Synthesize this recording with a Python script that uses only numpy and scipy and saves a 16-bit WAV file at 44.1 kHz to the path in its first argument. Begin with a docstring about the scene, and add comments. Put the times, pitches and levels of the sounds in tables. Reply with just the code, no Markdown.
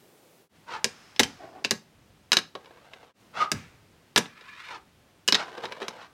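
"""A small living room: a fingerboard is ridden over hollow wooden ramps on a table.
Its tail pops and its trucks clack down in quick clusters, made of short cracks and dying wood modes.
Between tricks the little wheels roll over table and plywood, a rain of tiny bumps through resonances.
They spin on in the air as soft tuned noise, and once the board slides along a ledge.
Quiet air noise lies underneath, and everything fades out and in briefly twice."""
import sys
import numpy as np
from scipy import signal
from scipy.fft import rfft, irfft, next_fast_len
from scipy.io import wavfile
from scipy.ndimage import map_coordinates

SR = 44100
rng = np.random.default_rng(int(sys.argv[2]) if len(sys.argv) > 2 else 0)


def persist_wave(psi):
    """Save psi, clipped to +-1, as 16-bit WAV."""
    counts = np.round(np.clip(psi, -1, 1) * 32767).astype(np.int16)
    wavfile.write(sys.argv[1], SR, np.atleast_2d(counts).T)


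N = 270333
TIME = np.arange(N) / SR  # seconds


def amp(db):
    """Turns decibels into a gain."""
    return 10 ** (np.asarray(db) / 20)


def evened(x):
    """Scales a sound to an rms level of 1."""
    return x / np.sqrt(np.mean(x ** 2) + 1e-20)


def unit(x):
    """Scales a sound to an energy of 1."""
    return x / np.sqrt(np.sum(x ** 2) + 1e-20)


def add(mix, s, sound):
    """Mixes a sound in at time s."""
    part = mix[max(round(s * SR), 0):][:len(sound)]
    part += sound[:len(part)]


def band(x, lo_hz, hi_hz, order=3):
    """Keeps only what lies between two frequencies."""
    edges = [lo_hz, min(hi_hz, .49 * SR)]
    return signal.sosfilt(signal.butter(order, edges, "band", fs=SR, output="sos"), x)


def coloured(x, tone, rings=()):
    """Gives x a broad spectrum with resonances standing out of it, at rms 1."""
    size = next_fast_len(len(x))
    hz = np.fft.rfftfreq(size, 1 / SR)
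    tone_hz, tone_db = np.transpose(tone)
    broad = amp(np.interp(np.log(hz + 1), np.log(tone_hz), tone_db))
    peaks = 1 + sum((amp(db) - 1) / (1 + (2 * (hz - centre) / width) ** 2)
                    for centre, width, db in rings)
    return evened(irfft(rfft(x, size) * broad * peaks, size)[:len(x)])


def swell(s, db, rise_s, fall_s):
    """Gain that grows until s and shrinks again; 10 dB down at rise_s before and fall_s after."""
    away = (TIME - s) / np.where(TIME < s, rise_s, fall_s)
    return amp(db - 10 * np.minimum(away ** 2, 20))


CONTACT_S = 0.016  # wheels take this long to settle or lift


def steady(start, end, db, db_per_s):
    """Gain of a run that touches down, changes steadily in dB and lifts off."""
    contact = np.clip(np.minimum(TIME - start, end - TIME) / CONTACT_S + 1, 0, 1)
    return contact * amp(db + db_per_s * (np.clip(TIME, start, end) - start))


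# Edges in Hz of the thump, knock, plywood, clack and tick registers.
REGISTERS = [90, 280, 750, 2200, 6000, 16000]
# What ramp and deck ring with. Each row: pitch in Hz, width in Hz, dB over the broad response.
WOOD_RINGS = [(197, 72, 13), (383.6, 44, 8.5), (479, 200, 9), (1030, 60, 7), (1671, 66, 10),
              (2860, 83, 6.5), (3940, 240, 6), (5030, 150, 6)]


def wood(tone):
    """The shiver of ramp and deck: resonant noise, split into registers."""
    shiver = coloured(rng.standard_normal(N), tone, WOOD_RINGS)
    return [band(shiver, lo, hi) for lo, hi in zip(REGISTERS, REGISTERS[1:])]


BLOW_S = .01  # a blow's level is its rms over this time
# Seconds in which the shiver of each register dies to 1/e after a blow.
DYING_S = [0.013, 0.0086, 0.0073, 0.0062, 0.0074]
# The mode of each register in Hz, unless the blow wakes another.
MAIN_MODES_HZ = [185, 409.5, 1690.5, 3820, 6200]


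def strike(registers, levels_db, ring_hz, snap, crack_s=0.00092, ring_db=-3, mode_db=-7, sustain=0.91):
    """One blow: in each register a hard crack and a dense dying shiver of wood with one mode on top."""
    t, out = np.arange(4096) / SR, 0
    place = rng.integers(SR // 10, N - len(t))  # any stretch of the shiver will do
    for lo, hi, register, db, dying, mode_hz in zip(
            REGISTERS, REGISTERS[1:], registers, levels_db, DYING_S, MAIN_MODES_HZ):
        rise = 1 - np.exp(-t * hi)  # heavy, low modes need a moment to get going
        shiver = register[place:place + len(t)] * rise
        hz, tone_db = (ring_hz, ring_db) if lo <= ring_hz < hi else (mode_hz, mode_db)
        mode = np.sin(2 * np.pi * hz * t) * rise * np.exp(-t / (sustain * dying))
        body = unit(unit(shiver * np.exp(-t / dying)) + amp(tone_db) * unit(mode))
        crack = unit(shiver * np.exp(-t / crack_s))
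        share = np.clip(snap, 0, 1) * min(1, hi / 5000)  # the crack lives in the treble
        out = out + amp(db) * unit(np.sqrt(1 - share) * body + np.sqrt(share) * crack)
    return out * np.sqrt(BLOW_S * SR)


# Level in dB of each register under a plain blow, before force, weight and edge are added.
BLOW_DB = [-17.5, -12, -8.5, -3, -10]
# Share of a blow's weight that reaches the thump, knock and plywood registers.
WEIGHT_REACH = [1, 0.42, 0.16]
RING_LIFT_DB = 3  # the register of the mode that is struck comes out stronger


def blow(registers, force_db, weight_db, edge_db, ring_hz, crack):
    """Force drives all registers, weight the low ones, a metal edge the tick."""
    extra_db = np.r_[weight_db * np.array(WEIGHT_REACH), 0, edge_db]
    levels_db = force_db + np.array(BLOW_DB) + extra_db
    struck = np.diff(np.greater(REGISTERS, ring_hz))
    return strike(registers, levels_db + RING_LIFT_DB * struck, ring_hz, crack)


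def wheels(runs, tone, rings, bumps_per_s, spread_db, judder_db, gain_db, bite=.33, echo_s=0.001398):
    """Wheels and trucks trip over the grain of the wood: a rain of tiny bumps shakes the panel."""
    sizes = amp(spread_db * np.minimum(rng.exponential(1, N), 4)) * rng.choice([-1, 1], N)
    pressure = amp(judder_db * evened(band(rng.standard_normal(N), 7, 45, order=2)))  # the trucks judder
    hits = rng.random(N) < bumps_per_s / SR
    shaking = coloured(sizes * pressure * hits, tone, rings)
    # the echo from the panel's edge drifts between about 1 and 2 times echo_s, once a second
    lag = echo_s * SR * (1.487 + .5 * np.sin(2 * np.pi * (TIME + rng.random())))
    echo = map_coordinates(shaking, [np.arange(N) - lag], order=1)
    shaking = evened(shaking + .5 * echo)
    rumble, grit = band(shaking, 100, 1820), band(shaking, 1900, 16000)
    # faster is brighter: the grit follows the run more steeply
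    return amp(gain_db) * sum(run * (rumble + grit * (run / run.max()) ** bite) for run in runs)


# Colour of the room air. Each row: frequency in Hz, relative level in dB.
AIR_TONE = [(30, -14.5), (150, 6), (450, 1), (1000, -4.5), (3000, -8.5), (15000, -23)]
# The rumble swells as the arm swings up after a trick. Each row: peak time in seconds, level in dB.
SWINGS = [(1.3, -63), (2.05, -60.5), (3.68, -58.5), (4.86, -63)]
# Times in seconds at which everything fades out and in briefly.
DIPS_S = [0.488, 3.135]
AIR_DB, AIR_LIFT_DB, AIR_SETTLE_S = -62, 3, .7  # stronger after each fade, then settling
RUSH_DB, RUSH_END_S = -61, .5
RUMBLE_DB, RUMBLE_START_S = -70, 0.52
SWING_RISE_S, SWING_FALL_S = .2, 0.38


def air():
    """The quiet room: noise as air, a softer rush near 400 Hz at first, a low rumble swelling with the arm."""
    hush, rush, low = rng.standard_normal((3, N))
    rush = coloured(rush, [(100, -20), (400, 3.5), (700, -5.5), (1500, -18.5)])
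    low = coloured(low, [(20, -6.5), (100, 0), (180, -10.5), (2000, -63.5)])
    swings = [swell(s, db, SWING_RISE_S, SWING_FALL_S) for s, db in SWINGS]
    rumble = np.max([steady(RUMBLE_START_S, N / SR, RUMBLE_DB, 0), *swings], axis=0)
    lift_db = sum(AIR_LIFT_DB * (TIME > s) * np.exp(-abs(TIME - s) / AIR_SETTLE_S) for s in DIPS_S)
    steady_air = coloured(hush, AIR_TONE) * amp(AIR_DB + lift_db)
    return steady_air + rush * steady(0, RUSH_END_S, RUSH_DB, 0) + low * rumble


PUSH_LEAD_S = 0.071  # the wheels bite this long before top speed
PUSH_RISE_S, PUSH_FALL_S = 0.059, .044  # 10 dB down this long before and after top speed
GLIDE_S, GLIDE_DB = 0.084, -18.5  # the board glides on this long, this far below the peak


def push(s, db):
    """Gain of one push: the wheels bite, swell to top speed and glide on quietly."""
    contact = steady(s - PUSH_LEAD_S, s + GLIDE_S, 0, 0)
    return contact * np.maximum(swell(s, db, PUSH_RISE_S, PUSH_FALL_S), amp(db + GLIDE_DB))


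# Fast pushes across the wood. Each row: top speed in seconds, level in dB before gain_db.
PUSHES = [(.745, -34.5), (3.414, -29.5), (4.739, -40), (5.405, -32.5), (6.03, -45)]
# Their colour. Each row: frequency in Hz, relative level in dB.
PUSH_TONE = [(120, -19), (850, -6), (1400, -3), (2000, -10.5), (2600, -10), (5500, -20), (15000, -54)]
# Their resonance. Each row: pitch in Hz, width in Hz, dB over the broad colour.
PUSH_RING = [(930, 120, 7.5)]


def pushes():
    """Quick wheels hit the grain so often that the bumps merge into a rush."""
    return wheels([push(*row) for row in PUSHES], PUSH_TONE, PUSH_RING,
                  bumps_per_s=4000, spread_db=1.5, judder_db=1.1, gain_db=-0.5)


# Broad response of the wood to hard blows. Each row: frequency in Hz, relative level in dB.
BODY = [(80, -6.5), (200, 1.5), (750, -2.5), (1500, 2.5), (5500, 1), (9000, -10.5), (13000, -20.5),
        (16000, -31.5)]
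# The tail popping off the wood. Each row: start in seconds, force in dB,
# weight in dB of the slap that follows, ring of the snap in Hz.
POPS = [(.8436, -19.5, 6, 4700), (1.7092, -20, 15, 4110), (3.5167, -21.5, 15, 1316)]
SNAP_WEIGHT_DB, SNAP_EDGE_DB, SNAP_CRACK = -8, 6, 0.41  # crack is a share, 0 to 1
SLAP_LAG_S, SLAP_DB, SLAP_EDGE_DB, SLAP_HZ = .004, -8.5, -10.5, 400


def pops():
    """A light, sharp snap of the tail, and a moment later a softer, duller slap into the ramp."""
    hard, out = wood(BODY), np.zeros(N)
    for s, force_db, weight_db, ring_hz in POPS:
        snap = blow(hard, force_db, SNAP_WEIGHT_DB, SNAP_EDGE_DB, ring_hz, SNAP_CRACK)
        slap = blow(hard, force_db + SLAP_DB, weight_db, SLAP_EDGE_DB, SLAP_HZ, 0)
        add(out, s, snap)
        add(out, s + SLAP_LAG_S, slap)
    return out


# Wheels spinning free after a pop. Each row: start in seconds, starting level in dB,
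# bearing pitch in Hz, seconds to fall by 60 dB (the whirr stops after half a second).
SPINS = [(.86, -53, 5200, 2.9), (1.25, -50, 5060, 1.08), (3.535, -43, 2300, 0.58)]


def spins(width_hz=500, whirr_db=8):
    """Bearings whirr softly as the free wheels run down: noise with one resonance, dying away."""
    t, out = np.arange(SR // 2) / SR, np.zeros(N)
    tone = [(150, -9), (1400, 2.5), (6500, -9), (16000, -33)]
    for s, db, hz, t60 in SPINS:
        whirr = coloured(rng.standard_normal(len(t)), tone, [(hz, width_hz, whirr_db)])
        add(out, s, whirr * amp(db - 60 * t / t60) * signal.windows.tukey(len(t), .1))
    return out


# Wheels bumping over seams and settling. Each row: start in seconds, level in dB, hollowness in dB.
BUMPS = [(1.162, -53, -22), (1.643, -44.5, -21), (2.552, -38, 4.5), (2.658, -57, -7.5), (2.708, -57, 12.5),
         (3.03, -56, 8), (2.935, -48, -6), (4.257, -47, -5.5), (4.41, -53.5, -4), (5.579, -41.5, 8),
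         (5.638, -38.5, 9.5), (5.654, -38.5, -4.5), (5.722, -41.5, -8), (5.818, -38, 9.5),
         (5.828, -41, -2.5)]
# Dull colour of bumps and slow rolling. Each row: frequency in Hz, relative level in dB.
ROLL_TONE = [(120, -13), (480, 1), (800, -1), (1600, -6), (3500, -8.5), (6000, -19.5), (15000, -40)]
BUMP_HZ, BUMP_DB_PER_OCTAVE = 1456, 12  # the hollower the spot, the lower a bump rings


def bumps(thump_db=-16, plywood_db=1, tick_db=-17, crack=.05):
    """Wheel bumps sound as dull as the rolling; hollow spots knock, solid ones clack."""
    soft, out = wood(ROLL_TONE), np.zeros(N)
    for s, db, hollow_db in BUMPS:
        knock, clack = db + hollow_db / 2, db - hollow_db / 2
        levels_db = [knock + thump_db, knock, db + plywood_db, clack, clack + tick_db]
        ring_hz = BUMP_HZ * 2 ** (-hollow_db / BUMP_DB_PER_OCTAVE)
        add(out, s, strike(soft, levels_db, ring_hz, crack))
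    return out


# Trucks and deck coming down on wood. Each row: start in seconds, force in dB,
# weight behind it in dB, metal edge in dB, ring in Hz, share of the first crack from 0 to 1.
KNOCKS = [(1.1944, -12.5, -5, 0, 2130, 0.04), (1.1992, -14, 6.5, 1, 397, .1),
          (1.2327, -22.5, -8, 3.5, 3090, 0.04), (1.647, -22, 2, -5, 2680, 0),
          (2.319, -15.8, -15, -4.5, 4090, 0.29), (2.33, -15, -17, -0.5, 1443, 0),
          (2.369, -14.5, -10, -5.5, 3840, 0.16), (2.3867, -27, -2.5, -1, 1630, 0.06),
          (4.1607, -13, -0.5, -4.5, 1710, 0.1), (4.1755, -19, 0.5, 1.5, 3510, 0.1),
          (4.1785, -16.5, 7.5, 4, 983, 0.22), (5.2778, -22, -11, 7.5, 2920, 0),
          (5.2853, -18, -3, -3, 2930, 0.01), (5.324, -14.5, -2, -9, 5130, 0.18),
          (5.345, -17, -11, -7, 3780, 0), (5.3522, -17.5, -14, -16, 1920, 0.4),
          (5.882, -30, 3, -3, 1024, 0.14)]


def knocks():
    """Landings: each hard blow makes the wood crack, shiver and ring."""
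    hard, out = wood(BODY), np.zeros(N)
    for s, *knock in KNOCKS:
        add(out, s, blow(hard, *knock))
    return out


# The table itself under the heaviest presses. Each row: start in seconds, level in dB before the decay.
THUDS = [(1.2, -36), (3.535, -34)]
# Colour of the thud. Each row: frequency in Hz, relative level in dB.
THUD_TONE = [(30, -22), (90, -0.5), (170, -3.5), (400, -19.5), (1500, -50.5)]
THUD_RISE_S, THUD_T60_S = 0.006, .3


def thuds():
    """The tabletop booms briefly: low noise that rises fast and dies away."""
    t, out = np.arange(SR // 2) / SR, np.zeros(N)
    for s, db in THUDS:
        boom = coloured(rng.standard_normal(len(t)), THUD_TONE)
        add(out, s, boom * np.minimum(t / THUD_RISE_S, 1) * amp(db - 60 * t / THUD_T60_S))
    return out


# Short runs over hollow plywood. Each row: top speed in seconds, level in dB before gain_db.
RAMP_ROLLS = [(1.435, -45.5), (1.566, -48.5)]
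# Their colour. Each row: frequency in Hz, relative level in dB.
RAMP_TONE = [(150, -9.5), (700, 2), (1100, -9.5), (2500, -19.5), (15000, -52)]
RAMP_RISE_S, RAMP_FALL_S = .045, 0.07


def ramp_rolls():
    """Sparse wheel bumps over a hollow ramp, low and soft."""
    runs = [swell(s, db, RAMP_RISE_S, RAMP_FALL_S) for s, db in RAMP_ROLLS]
    return wheels(runs, RAMP_TONE, [], bumps_per_s=820, spread_db=1, judder_db=0.5, gain_db=0.5)


SEAM_DB, SEAM_RISE_S, SEAM_FALL_S = -2.5, 0.021, 0.032  # a little below the bump's knock


def roll(start, end, db, db_per_s):
    """Gain of slow rolling: steady, and swelling at every seam on the way, raised where it is hollow."""
    seams = [swell(s, bump_db + hollow_db / 2 + SEAM_DB, SEAM_RISE_S, SEAM_FALL_S)
             for s, bump_db, hollow_db in BUMPS if start < s < end]
    return np.max([steady(start, end, db, db_per_s), *seams], axis=0)


# Slow rolling over the table. 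Each row: start in seconds, end in seconds,
# level at the start in dB before gain_db, change in dB per second.
ROLLS = [(2.574, 3.113, -56.5, 5), (5.41, 6.02, -42, -6)]
# Its resonances. Each row: pitch in Hz, width in Hz, dB over the broad colour.
ROLL_RINGS = [(498, 72, 5), (976, 160, 8), (1585, 75, 8.5), (2950, 92, 1.5)]


def rolls():
    """Slow wheels trip over the grain in uneven bumps."""
    return wheels([roll(*row) for row in ROLLS], ROLL_TONE, ROLL_RINGS,
                  bumps_per_s=1500, spread_db=3, judder_db=2.3, gain_db=-1.5)


# One swell: its peak in seconds, level in dB before gain_db, rise in seconds, fall in seconds.
SINGING = (3.417, -24, .017, 0.05)
# The panel's mode. Each row: pitch in Hz, width in Hz, dB over the broad colour.
SINGING_MODE = [(1235, 62, 25.5)]


def singing():
    """Under the hardest push one panel sings out: the bumps feed a single strong resonance."""
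    return wheels([swell(*SINGING)], PUSH_TONE, SINGING_MODE,
                  bumps_per_s=6000, spread_db=1, judder_db=0.0, gain_db=-1.0)


# The slide: start in seconds, end in seconds, level at the start in dB before gain_db,
# change in dB per second as the board is pressed ever harder.
SLIDE = (4.28, 4.72, -56.5, 30)
# Its colour. Each row: frequency in Hz, relative level in dB.
SLIDE_TONE = [(150, -18), (700, -24), (1000, 3.5), (2300, 0.5), (4000, -3.5), (6500, -15.5), (15000, -34)]
# Its resonances. Each row: pitch in Hz, width in Hz, dB over the broad colour.
SLIDE_RINGS = [(1010, 46, 6.5), (1713, 36, 14.5), (1910, 26, 8), (2400, 170, 9.5), (3720, 51, 7)]


def slide():
    """The board scrapes along the ledge: dense, even bumps through narrow resonances, growing louder."""
    return wheels([steady(*SLIDE)], SLIDE_TONE, SLIDE_RINGS,
                  bumps_per_s=3300, spread_db=0.5, judder_db=2, gain_db=1.5)


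# Seconds in which the reverberation of each register falls by 60 dB.
ROOM_T60_S = [0.3, 0.23, 0.21, 0.22, 0.22]
# Level in dB of the reverberation for each register.
ROOM_DB = [-7, -9.5, -11, -14.5, -18]


def room(x, gap_s=0.0019, build_s=0.01):
    """Sparse reflections of random sign, each register dying at its own speed."""
    t = np.arange(SR // 2) / SR
    signs = rng.choice([-1, 1], len(t))
    arrivals = rng.random(len(t)) < 3000 / SR  # about 3000 per second
    taps = signs * arrivals * np.clip((t - gap_s) / build_s, 0, 1)
    tail = 0
    for lo, hi, t60, db in zip(REGISTERS, REGISTERS[1:], ROOM_T60_S, ROOM_DB):
        share = np.sqrt(2 * (hi - lo) / SR)  # a wider register holds more energy
        tail = tail + amp(db) * share * unit(band(taps, lo, hi) * amp(-60 * t / t60))
    return signal.fftconvolve(x, tail)[:N]


def scene():
    """Board and ramps with their reverberation, over the room's air."""
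    blows = pops() + knocks() + bumps() + thuds()
    rolling = pushes() + ramp_rolls() + rolls() + singing() + slide()
    board = blows + spins() + rolling
    return (board + room(board) + air())[None]


EDGE_HZ = 16300  # top of the sound


def record(dry, ceiling=.72, fade_s=0.076, low_cut_hz=55):
    """Two brief fades, soft overload on the loudest peaks, the microphone's low cut and the band limit."""
    fades = np.prod([np.clip(abs(TIME - s) / fade_s, .03, 1) for s in DIPS_S], axis=0)
    limited = dry * fades / (1 + (dry / ceiling) ** 4) ** (1 / 4)
    thinned = signal.sosfilt(signal.butter(2, low_cut_hz, "high", fs=SR, output="sos"), limited)
    band_limit = signal.firwin(255, EDGE_HZ, window=("kaiser", 9), fs=SR)
    return signal.oaconvolve(thinned, band_limit[None], "same")


dry = scene()
out = record(dry)
persist_wave(out)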